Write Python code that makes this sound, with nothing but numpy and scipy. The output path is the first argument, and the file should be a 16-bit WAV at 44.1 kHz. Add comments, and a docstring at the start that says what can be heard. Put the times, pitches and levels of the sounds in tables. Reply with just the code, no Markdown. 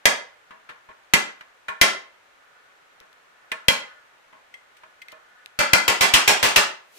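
"""A ringing blow on iron comes first, over a steady hush, in a hard-walled workshop.
A screwdriver is tapped and levered against an iron casting in a vise. Small blade ticks and dull knocks
fall between the blows; a glove rustles at the end. Each strike is a burst of noise driving decaying
modes, broad clatter and a bench thud, answered by a room of decaying noise bands. The hush is coloured
noise with narrow-band tones. Two spaced microphones hear it with little in common."""
import sys
import numpy as np
from scipy import signal
from scipy.fft import rfft, irfft
from scipy.io import wavfile
from scipy.ndimage import uniform_filter1d

SR = 44100
rng = np.random.default_rng(int(sys.argv[2]) if len(sys.argv) > 2 else 0)


def generate_wav(sig):
    """Save sig (samples, or channels by samples) to the path in sys.argv[1] as 16-bit PCM at SR."""
    pcm = np.round(np.clip(np.atleast_2d(sig).T, -1, 1) * 32767).astype(np.int16)
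    wavfile.write(sys.argv[1], SR, pcm)


N = 307818
SPAN = 2 ** 15  # samples worked out for each strike and for the room
HZ = np.maximum(np.arange(SPAN // 2 + 1) * SR / SPAN, 1)  # pitch of each spectrum bin


def from_db(db):
    """Decibels to gain."""
    return 10 ** (np.asarray(db) / 20)


def rms_one(x):
    """Scales to rms 1, both sides together."""
    return x / np.sqrt(np.mean(x ** 2) + 1e-20)


def peak_one(spectrum):
    """Scales each side so that its loudest 6 ms have rms 1."""
    power = uniform_filter1d(irfft(spectrum) ** 2, size=256)
    return spectrum / np.sqrt(np.max(power, axis=1, keepdims=True))


def in_time(rows):
    """A curve read at every sample."""
    return np.interp(np.arange(N) / SR, *np.transpose(rows))


def at_hz(points, hz):
    """A spectrum read on a log-frequency axis."""
    points_hz, values = np.transpose(points)
    return np.interp(np.log(hz), np.log(points_hz), values)


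def coloured_noise(spectrum):
    """Noise shaped to a spectrum, unrelated on the two sides; rms 1."""
    hz = np.maximum(np.arange(N // 2 + 1) * SR / N, 1)
    white = rfft(rng.standard_normal((2, N)))
    return rms_one(irfft(white * from_db(at_hz(spectrum, hz)), N))


# spectrum of the air and machine noise: pitch_hz, relative density_db (per Hz)
HUSH_COLOUR = [(20, -21), (210, -19), (310, -16), (500, -9), (1000, -8), (1500, -7), (2000, -9),
               (2500, -12), (4000, -19), (5000, -24), (6500, -24), (9000, -30), (13000, -35), (16000, -37)]
# faint wavering tones: pitch_hz, width_hz, relative level_db
WAVERING_TONES = [(1250, 60, -5), (1454, 40, 0), (1745, 55, -1.5)]
# how the tones swell and sink: time_s, level_db
TONE_LEVEL = [(0, -71), (2.3, -74), (2.55, -63.5), (2.75, -71), (3.3, -70), (3.9, -57), (4.3, -78),
              (5.4, -62.5), (5.5, -67), (6.98, -75.5)]
HUSH_DB = -61


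def hush():
    """Distant air and machine noise; narrow resonances turn noise into tones that waver."""
    tones = 0
    for hz, width_hz, db in WAVERING_TONES:
        radius = np.exp(-np.pi * width_hz / SR)
        poles = [1, -2 * radius * np.cos(2 * np.pi * hz / SR), radius * radius]
        tone = signal.lfilter([1, 0, -1], poles, rng.standard_normal((2, N)))
        tones = tones + from_db(db) * rms_one(tone)
    return from_db(HUSH_DB) * coloured_noise(HUSH_COLOUR) + from_db(in_time(TONE_LEVEL)) * tones


# glove on metal, rising at the end: time_s, level_db
RUSTLE_LEVEL = [(0, -94), (6.8, -81), (6.9, -70), (6.98, -51.5)]
# spectrum of the rustle: pitch_hz, relative density_db (per Hz)
RUSTLE_COLOUR = [(120, -50), (200, -18.5), (416, 3), (1160, -18.5), (1530, -12), (2130, -3), (16000, -12.5)]


def rustle():
    """A glove rubbing metal: coloured noise that swells at the end."""
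    return from_db(in_time(RUSTLE_LEVEL)) * coloured_noise(RUSTLE_COLOUR)


# how fast the echoes die: pitch_hz, t60_s
ROOM_DECAY = [(60, 0.23), (200, .3), (500, 0.4), (1200, 0.38), (2500, .36), (5000, 0.32), (9000, 0.25),
              (12000, .22), (16000, .17)]
# how strongly each band starts: pitch_hz, relative level_db
ROOM_COLOUR = [(60, -25), (200, 0.5), (600, 4.5), (1300, 8), (2400, 0.5), (4000, 0), (9000, 3.5),
               (15000, -8.5)]
ROOM_BUILD_S = 0.015
HOLD_DB, HOLD_S = 4.5, 0.023  # the echoes hold louder for about this long, then drop


def workshop():
    """Echo spectrum for each side: third-octave noise bands that build up and die at their own rate."""
    t, echoes = np.arange(SPAN) / SR, np.zeros((2, SPAN))
    white = rfft(rng.standard_normal((2, SPAN)))
    for hz in 40 * 2 ** np.arange(0, 9, 1 / 3):
        band = np.clip(1 - 3 * np.abs(np.log2(HZ / hz)), 0, 1)
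        fading_db = at_hz(ROOM_COLOUR, hz) - 60 * t / at_hz(ROOM_DECAY, hz)
        echoes += irfft(white * band) * from_db(fading_db)
    hold = from_db(HOLD_DB * np.exp(-(t / HOLD_S) ** 4))
    echoes *= (1 - np.exp(-t / ROOM_BUILD_S)) * (t < .6) * hold
    return rfft(echoes / np.sqrt(np.mean(np.sum(echoes ** 2, axis=1))))


def mode(hz, t60):
    """Frequency response of a sine of height 1 that dies away."""
    r = from_db(-60 / (t60 * SR))
    w = 2 * np.pi * hz / SR
    z = np.exp(-2j * np.pi * HZ / SR)
    return np.sin(w) * z / (1 - 2 * r * np.cos(w) * z + (r * z) ** 2)


MODE_SPREAD_DB = 2  # standard deviation of each mode's strength
THUD_HZ, THUD_T60_S = 145, 0.0035
FAVOUR_DB, FAVOUR_OCTAVES = 4.5, 0.37  # the spot struck favours one pitch in the direct sound
RING_FAVOUR_DB = 5  # modes near that pitch ring more strongly, in the room too
RIGHT_LATE_S = .0008


def nearness(hz, spot_hz):
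    """1 at the favoured pitch, falling away over octaves."""
    return np.exp(-(np.log2(hz / spot_hz) / FAVOUR_OCTAVES) ** 2)


def strikes(events, touch, modes, clatter, room):
    """A gritty contact burst drives the modes, the clatter and the bench; the room answers."""
    t, out = np.arange(SPAN) / SR, np.zeros((2, N + SPAN))
    rise_share, bright_db, dulling, thud_db, pan_db = touch
    hardest_db, pitches = max(row[1] for row in events), np.array(modes)[:, 0]
    rings = np.array([from_db(db) * mode(hz, t60) for hz, db, t60 in modes])
    bins = [round(hz * SPAN / SR) for hz in pitches]
    thud = mode(THUD_HZ, THUD_T60_S)
    octaves = np.log2(np.maximum(HZ, 500) / 2000)
    clatter_gain = from_db(at_hz(clatter, HZ))
    sides = from_db(pan_db / 2 * np.array([[1], [-1]]))
    for start_s, level_db, contact_ms, ring_db, room_db, spot_hz in events:
        age = 1000 * t / contact_ms
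        shape = (1 - np.exp(-age / rise_share)) ** 2 * np.exp(-age)
        grit = rfft(rng.standard_normal((2, SPAN)) * shape) / np.sqrt(np.sum(shape ** 2))
        # each side faces the body from another angle, so the modes arrive with other strengths
        spread_db = MODE_SPREAD_DB * rng.standard_normal((2, len(modes)))
        strength = from_db(ring_db + RING_FAVOUR_DB * nearness(pitches, spot_hz) + spread_db)
        # even out how strongly the random burst happens to drive each mode
        strength /= np.maximum(np.abs(grit[:, bins]), .4)
        brightness = from_db((bright_db - dulling * (hardest_db - level_db)) * octaves)
        body = peak_one(grit * brightness * (strength @ rings + clatter_gain))
        body += from_db(thud_db) * peak_one(grit * thud)
        favoured = from_db(FAVOUR_DB * nearness(HZ, spot_hz))
        heard = body * (favoured + from_db(room_db) * room)
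        heard[1] *= np.exp(-2j * np.pi * HZ * RIGHT_LATE_S)
        at = int(start_s * SR)
        out[:, at:at + SPAN] += from_db(level_db) * sides * irfft(heard) * (t < .7)
    return out[:, :N]


# ticks of the blade: start_s, level_db, contact_ms, ring_db, room_share_db, favoured_hz
BLADE_TICKS = [(3.002, -50.5, 0.76, -13, -9, 5530), (3.129, -59, 1.47, -9, -21, 3510),
               (4.540, -44.5, 3.1, 8.5, -9.5, 2200), (4.767, -56.5, 6.9, 2, -8, 8300),
               (5.017, -45.5, 6.7, 6.5, -17, 2200), (5.084, -44.5, 1, 5, -6, 2220),
               (5.118, -47, 4.5, -15, -17, 9200), (5.460, -39.5, 0.2, -14, -18, 7000)]
# shared touch: rise (share of contact), brightness (dB per octave, hardest strike),
# brightness lost (dB per octave for each dB below the hardest), thud_db, left_over_right_db
TICK_TOUCH = (0.1, 1, -0.03, -55, 1.5)
# modes of the blade: pitch_hz, relative level_db, t60_s
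BLADE_MODES = [(2100, -5, .07), (2600, -11, .03), (3300, -8, .04), (6200, -21, .02), (8300, -18, .03),
               (9300, -22, .025)]
# clatter of the blade: pitch_hz, relative level_db
BLADE_CLATTER = [(30, -10), (1200, -17), (2000, 42), (4000, 33.5), (8000, 19), (16000, 17)]


def blade_ticks(room):
    """Small ticks: contact bursts ring the short modes of the screwdriver blade."""
    return strikes(BLADE_TICKS, TICK_TOUCH, BLADE_MODES, BLADE_CLATTER, room)


# dull knocks on the vise: start_s, level_db, contact_ms, ring_db, room_share_db, favoured_hz
VISE_KNOCKS = [(0.268, -63, 6.3, 4.5, -19, 497), (0.506, -47.5, 9.5, 2, -5.5, 1220),
               (0.689, -42, 17, 1.5, -10.5, 1430), (0.886, -49, 17, 6, -12, 990),
               (0.912, -54, 6.3, -8.5, -12.5, 2000), (1.408, -44, 6.5, -6.5, -11, 1490),
               (1.682, -30, 9.6, 9, -7.5, 1210), (3.008, -54.5, 8.6, 3, -7, 502),
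               (3.516, -27.5, 6.4, 5.5, -10.5, 2444), (4.326, -53, 8.5, 2, -4, 1000),
               (4.833, -49, 8.4, 0, -10.5, 968), (5.125, -47.5, 6, 6.5, -7, 690)]
# shared touch, columns as for the ticks
KNOCK_TOUCH = (0.12, 4.5, .25, -40.5, -0.1)
# modes of the vise: pitch_hz, relative level_db, t60_s
VISE_MODES = [(480, -6, .08), (640, -3, .1), (965, -4, .1), (1085, -1, .1), (1420, -6, .07), (1770, 1, .08),
              (2050, -7, .07), (2466, -5, .06), (3240, -11, .05)]
# clatter of the vise: pitch_hz, relative level_db
VISE_CLATTER = [(200, 5), (450, 6.7), (1000, 45), (2000, 48), (3400, 39.5), (5000, 27.8), (9000, 19),
                (16000, 8.5)]


def vise_knocks(room):
    """Dull knocks: contact bursts drive the lower modes of the vise."""
    return strikes(VISE_KNOCKS, KNOCK_TOUCH, VISE_MODES, VISE_CLATTER, room)


# blows on the casting: start_s, level_db, contact_ms, ring_db, room_share_db, favoured_hz
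CASTING_BLOWS = [(0.055, -8.5, 4.7, -3, -5.5, 2140), (1.136, -9.5, 6.5, -0.5, -6.5, 2120),
                 (1.813, -8.5, 7.1, -3.5, -3.5, 2180), (3.683, -8, 3.8, 0, -6.5, 3060),
                 (5.589, -20.5, 8.5, -1, 4, 680), (5.733, -5.5, 3.8, -1.5, -6, 2200),
                 (5.879, -14, 9, -4, -0.95, 1100), (6.008, -16, 18.5, -10, 1.3, 1220),
                 (6.137, -11.5, 14.3, -14, -1.1, 3250), (6.277, -11.5, 6.9, -10.5, 1.8, 2170),
                 (6.427, -17.5, 27, -11.5, -0.5, 1440), (6.560, -10.5, 12.4, -13.5, -2.5, 2450)]
# shared touch, columns as for the ticks
BLOW_TOUCH = (0.0237, 1.61, 0.0775, -17, .1)
# modes of the casting: pitch_hz, relative level_db, t60_s
CASTING_MODES = [(607, -5, .14), (960, -8, .1), (1077, -5, .14), (1410, -8, .07), (1740, -8, .07),
                 (2052, 2, .14), (2392, -4, .1), (2640, -6, .06), (2870, -5, .06), (3243, 0, .11),
                 (3710, -12, .08), (4224, -9, .09), (4736, -8, .08), (5141, -11, .08), (6420, -14, .06),
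                 (6878, -12, .08), (7531, -15, .06)]
# dense clatter of the many close modes: pitch_hz, relative level_db
CASTING_CLATTER = [(150, 2), (350, 35), (700, 39.5), (1400, 38), (2200, 44.5), (3300, 42.5), (4500, 38),
                   (7000, 34), (10000, 27.5), (14000, 27), (16000, 25)]


def casting_blows(room):
    """Hard blows: fast-rising contact bursts ring the iron casting, with a thud from the bench."""
    return strikes(CASTING_BLOWS, BLOW_TOUCH, CASTING_MODES, CASTING_CLATTER, room)


def scene():
    """Three kinds of strike in one room, over the hush and the rustle."""
    room = workshop()
    background = hush() + rustle()
    metal = blade_ticks(room) + vise_knocks(room) + casting_blows(room)
    return background + metal


def record(dry):
    """The hardest peaks overload softly; the top is cut."""
    overloaded = np.tanh(dry / 0.63)
    # 60 dB down from 16400 Hz upward
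    low_pass = signal.cheby2(12, 60, 16400, fs=SR, output="sos")
    return np.clip(signal.sosfilt(low_pass, overloaded), -1, 1)


dry = scene()
out = record(dry)
generate_wav(out)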